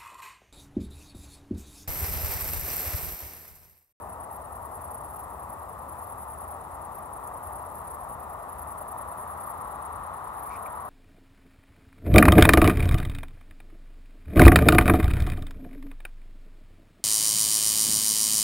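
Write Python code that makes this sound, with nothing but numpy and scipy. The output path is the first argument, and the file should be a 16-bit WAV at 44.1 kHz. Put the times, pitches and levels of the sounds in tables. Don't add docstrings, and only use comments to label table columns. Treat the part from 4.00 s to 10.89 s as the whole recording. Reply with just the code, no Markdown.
import sys
import numpy as np
from scipy import signal
from scipy.fft import rfft, irfft
from scipy.io import wavfile

SR = 44100
rng = np.random.default_rng(int(sys.argv[2]) if len(sys.argv) > 2 else 0)


def put_to_file(sound):
    columns = np.atleast_2d(sound).T
    safe = np.clip(columns, -1, 1)
    whole_steps = np.round(safe * 32767)
    wavfile.write(sys.argv[1], SR, whole_steps.astype(np.int16))


N = 303849

# pitch_hz, left_right_likeness (-1..1), left_lead_rad, left_minus_right_db
PORT_PAIR = [(40, .95, .2, 1.4), (95, .97, .2, 1.4), (130, .89, .22, 1.4), (290, .48, .22, 1.1),
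             (480, .73, .6, 1.7), (800, .9, 1.1, 4.5), (1000, .87, 1.12, 5), (1250, .7, 1.35, 3.6),
             (1900, .52, 1.15, 3.5), (2250, .35, 1.8, 1.2), (2700, .1, .6, 3), (6000, .1, .6, .6),
             (8000, .3, 2.9, 2.5), (9500, .7, 3.05, 3), (10900, .7, 3.5, 0), (12400, .6, 3.8, -2),
             (13400, .9, 4.2, -2.5), (14100, .5, 5.8, 0.1)]


def from_db(db):
    return 10 ** (np.asarray(db) / 20)


def rms_one(x):
    return x / np.sqrt(np.mean(x ** 2) + 1e-20)


def in_time(rows):
    time_s, *columns = np.transpose(rows)
    return [np.interp(np.arange(N) / SR, time_s, column) for column in columns]


def in_hz(rows):
    hz, *columns = np.transpose(rows)
    bin_hz = np.arange(N // 2 + 1) * SR / N
    return [np.interp(np.log(bin_hz + 1), np.log(hz), column) for column in columns]


def drift(rate_hz):
    step = 40
    r = np.exp(-2 * np.pi * step * rate_hz / SR)
    white = rng.standard_normal(N // step + 2002)
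    slow = signal.lfilter([1], [1, -2 * r, r * r], white)[2000:]
    return np.interp(np.arange(N) / step, np.arange(len(slow)), rms_one(slow))


def resonate(x, hz, width_hz):
    r = np.exp(-np.pi * width_hz / SR)
    numerator = [(1 - r * r) / 2, 0, (r * r - 1) / 2]
    denominator = [1, -2 * r * np.cos(2 * np.pi * hz / SR), r * r]
    return signal.lfilter(numerator, denominator, x + 1e-18)


def at_ports(x, lead_rad=0.):
    _, phase_rad, tilt_db = in_hz(PORT_PAIR)
    half = from_db(tilt_db / 2) * np.exp(.5j * (phase_rad + lead_rad))
    return irfft(rfft(x) * np.array([half, 1 / half]), N)


def coloured(spectrum, likeness):
    alike = np.clip(likeness, 0, 1)
    noise = rfft(rng.standard_normal((2, N))) * from_db(in_hz(spectrum)[0])
    rms = np.sqrt(np.mean(irfft(noise[0], N) ** 2))
    shares = np.sqrt([(1 + alike) / 2, (1 - alike) / 2])
    return irfft(noise * shares, N) / rms


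def field_noise(spectrum):
    mid, side = coloured(spectrum, in_hz(PORT_PAIR)[0])
    return at_ports(mid) + at_ports(side) * [[1], [-1]]


def low_rumble():
    # pitch_hz, relative_db_per_hz
    spectrum = [(18, -37), (30, -15), (45, -5.5), (62, 3.5), (80, 5), (130, -12), (250, -41)]
    return from_db(-50 + 0.17 * drift(0.85)) * field_noise(spectrum)


def steady_lines(lines):
    t = np.arange(N) / SR
    total = np.zeros(N)
    for hz, rms_db in lines:
        gain = np.sqrt(2) * from_db(rms_db + 3.8 * drift(2.7))
        total += gain * np.sin(2 * np.pi * hz * t + 0.67 * drift(5.3))
    return total


def faint_hum():
    # pitch_hz, rms_db before wavering
    lines = [(601, -64.5), (1204, -62.5), (1793, -75)]
    return at_ports(steady_lines(lines))


def distant_road():
    # pitch_hz, relative_db_per_hz
    spectrum = [(40, -35), (130, -9), (310, -13.5), (520, -9), (650, -4), (960, -2), (1200, -17),
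                (1500, -25.5), (1900, -22.5), (2300, -36), (3200, -47), (5000, -93.5)]
    return from_db(-42 + 0.5 * drift(1.0)) * field_noise(spectrum)


def nearing_vehicle():
    # pitch_hz, relative_db_per_hz
    spectrum = [(500, -34), (750, -7), (1000, -3.5), (1150, 0), (1300, -6), (1600, -21.5), (1900, -22),
                (2400, -35.5), (3300, -39.5), (3800, -36.5), (4300, -45), (6000, -63)]
    # time_s, level_db
    level_curve = [(0, -45.5), (1, -44.5), (2.4, -43.5), (4.2, -42.5), (5.9, -38), (6.89, -38.5)]
    return from_db(in_time(level_curve)[0]) * field_noise(spectrum)


def air_hiss():
    # pitch_hz, relative_db_per_hz
    spectrum = [(1500, -51), (2500, 10.5), (3200, -8), (3800, -13), (5600, -38), (6400, -7), (7600, 5.5),
                (8400, 7.5), (12000, 12.5), (14400, 9.5), (15700, 6.5)]
    # pitch_hz, left_right_likeness
    likeness = [(2000, .05), (7000, .1), (12000, .1), (14400, .25), (15700, 0)]
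    mid, side = coloured(spectrum, in_hz(likeness)[0])
    return from_db(-59.5 + 1.4 * drift(25)) * (mid + side * [[1], [-1]])


def thin_whine():
    # pitch_hz, rms_db before wavering
    lines = [(7800, -87), (7826, -86)]
    return at_ports(steady_lines(lines), lead_rad=-1.04)


def far_chorus():
    # pitch_hz, relative_db_per_hz
    spectrum = [(6500, -29.5), (8600, -20), (9800, -5.5), (10700, -3.5), (11600, -23), (13500, -30),
                (15700, -21)]
    return from_db(-60 + 1.8 * drift(35)) * field_noise(spectrum)


def rustle():
    peak_s, hold_s, swell_db_per_s, fade_db_per_s = 6.54, 0.021, 260, 700
    rasp_hz, rise_hz_per_s, rasp_db, leaves_db = 2340, 2000, -53, -64.5
    t = np.arange(N) / SR - peak_s
    rise_db = swell_db_per_s * (t + hold_s)
    fall_db = fade_db_per_s * (hold_s - t)
    swell = from_db(np.minimum(0, np.minimum(rise_db, fall_db)))
    turn = 2 * np.pi * (rasp_hz * t + rise_hz_per_s * t ** 2 / 2)
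    rasp = drift(210) * np.cos(turn) + drift(180) * np.sin(turn)
    leaves = rms_one(resonate(rng.standard_normal((2, N)), 4800, 4000))
    return swell * (from_db(rasp_db) * rasp + from_db(leaves_db) * leaves)


def grass_ticks():
    # start_s, relative_db, pitch_hz, width_hz (doubled in the third resonance), left_minus_right_db
    snaps = [(3.275, -46, 7300, 2400, -3), (6.278, -63, 4700, 2600, -2), (6.661, -45, 2290, 300, 2),
             (6.673, -57, 2320, 356, 2.5)]
    out = np.zeros((2, N))
    for start_s, level_db, hz, width_hz, pan_db in snaps:
        snap = np.zeros(N)
        snap[int(start_s * SR)] = SR / width_hz
        for pass_width_hz in (width_hz, width_hz, 2 * width_hz):
            snap = resonate(snap, hz, pass_width_hz)
        out += from_db([[level_db + pan_db / 2], [level_db - pan_db / 2]]) * snap
    return out


def grass_echo(x):
    t60_s, tail_db = .035, -16
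    t = np.arange(int(.1 * SR)) / SR
    tail = rng.standard_normal((2, len(t))) * from_db(-60 * t / t60_s)
    tail *= from_db(tail_db) / np.sqrt(np.sum(tail ** 2, axis=1, keepdims=True))
    return x + signal.fftconvolve(x, tail, axes=1)[:, :N]


def bouts(rows, level_db):
    jitter_ms, scatter_db = 1.1, 1.75
    k, chirps = np.arange(40), []
    for first_s, silent_s, gap_ms, growth_ms in rows:
        jitter, scatter = rng.standard_normal((2, len(k)))
        even_s = first_s + (gap_ms * k + growth_ms * k ** 2 / 2) / 1000
        chirp_s = even_s + jitter_ms * jitter / 1000
        chirp_db = level_db + scatter_db * scatter
        chirps += list(np.transpose([chirp_s, chirp_db])[even_s < silent_s])
    return chirps


def stroke_swell(chirps, strokes):
    t, swell = np.arange(N) / SR, np.zeros(N)
    offsets_s, half_lengths_s, stroke_db = np.transpose(strokes)
    for chirp_s, *chirp_db in chirps:
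        for centre, half, level_db in zip(chirp_s + offsets_s, half_lengths_s, stroke_db + chirp_db):
            near = slice(max(0, int((centre - half) * SR)), max(0, int((centre + half) * SR)))
            swell[near] += from_db(level_db) * np.cos(np.pi / 2 * (t[near] - centre) / half) ** 2
    return swell


def cricket(chirps, strokes, wing, habit):
    teeth_per_s, lead_rad = habit
    scratch_early_s = .004
    t = np.arange(N) / SR
    swell = stroke_swell(chirps, strokes)
    travel = np.cumsum(teeth_per_s / SR * from_db(2.5 * drift(150)))
    teeth = np.diff(np.floor(travel), prepend=0) * from_db(rng.normal(0, 1.1, N))
    click_swell = np.interp(t - scratch_early_s / 2, t, swell)
    scratch_swell = np.interp(t + scratch_early_s / 2, t, swell)
    colour = from_db(in_hz(wing)[0])
    clicks = rfft(teeth / np.std(teeth) * click_swell) * rms_one(colour ** 2)
    scratch = rfft(rng.standard_normal(N) * scratch_swell) * rms_one(colour)
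    return at_ports(irfft(clicks + 0.82 * scratch, N), lead_rad)


def low_singer():
    # first_chirp_s, silent_s, first_gap_ms, gap_growth_ms per chirp
    bout_rows = [(-0.006, 1.21, 106.4, 0.02), (1.897, 4.15, 101.2, 0.326), (4.68, 6.93, 103.2, 0.162)]
    strokes = [(0, .013, 1), (.032, .017, 0), (.064, .016, -20)]
    # pitch_hz, relative_db_per_hz (doubled for the teeth)
    wing = [(7000, -44), (8650, -13), (9300, -8.5), (9800, -3.5), (10050, -3.5), (10300, -2.5), (10700, -4),
            (11300, -10), (12400, -26), (14000, -24)]
    habit = (600, -0.08)
    return cricket(bouts(bout_rows, -46), strokes, wing, habit)


def mid_singer():
    # first_chirp_s, silent_s, first_gap_ms, gap_growth_ms per chirp
    bout_rows = [(0.529, 2.54, 96.27, 0.15), (3.246, 5.73, 94.5, 0.23), (6.343, 6.87, 95.7, 0)]
    strokes = [(0, .014, 0), (.033, .018, 0), (.066, .016, -22)]
    # pitch_hz, relative_db_per_hz (doubled for the teeth)
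    wing = [(7000, -39), (8900, -15), (9900, -8.5), (10600, -4), (10880, -2), (11050, -2.5), (11250, -5.5),
            (11350, -11), (11900, -6), (12200, -6), (12450, -19), (13500, -18), (14400, -20), (15700, -26)]
    habit = (430, 0.2)
    return cricket(bouts(bout_rows, -45), strokes, wing, habit)


def high_singer():
    # chirp_s, first_stroke_db, second_stroke_db, third_stroke_db
    chirps = [(0.332, -71, -46, -45), (1.165, -58, -45, -45), (2.074, -45, -48, -50),
              (2.954, -66, -46, -44.5), (3.754, -56, -48, -46), (4.59, -62, -47, -45),
              (5.469, -52, -43.5, -44), (6.399, -54, -46, -47)]
    strokes = [(-.031, .012, 0), (0, .013, 0), (.032, .013, 0)]
    # pitch_hz, relative_db_per_hz (doubled for the teeth)
    wing = [(8500, -26), (10000, 2.5), (11200, 1), (12400, -1), (13100, 1.5), (13600, -3), (14100, -18),
            (14700, -20), (15700, -28)]
    habit = (620, .7)
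    return cricket(chirps, strokes, wing, habit)


def scene():
    background = low_rumble() + faint_hum() + distant_road() + nearing_vehicle()
    background += air_hiss() + thin_whine() + far_chorus()
    singers = low_singer() + mid_singer() + high_singer()
    return background + rustle() + grass_echo(grass_ticks() + singers)


def record(dry):
    cutoff_hz, ripple_db, stop_db = 15760, .3, 70
    low_pass = signal.ellip(14, ripple_db, stop_db, cutoff_hz, fs=SR, output="sos")
    return signal.sosfilt(low_pass, dry)


dry = scene()
out = record(dry)
put_to_file(out)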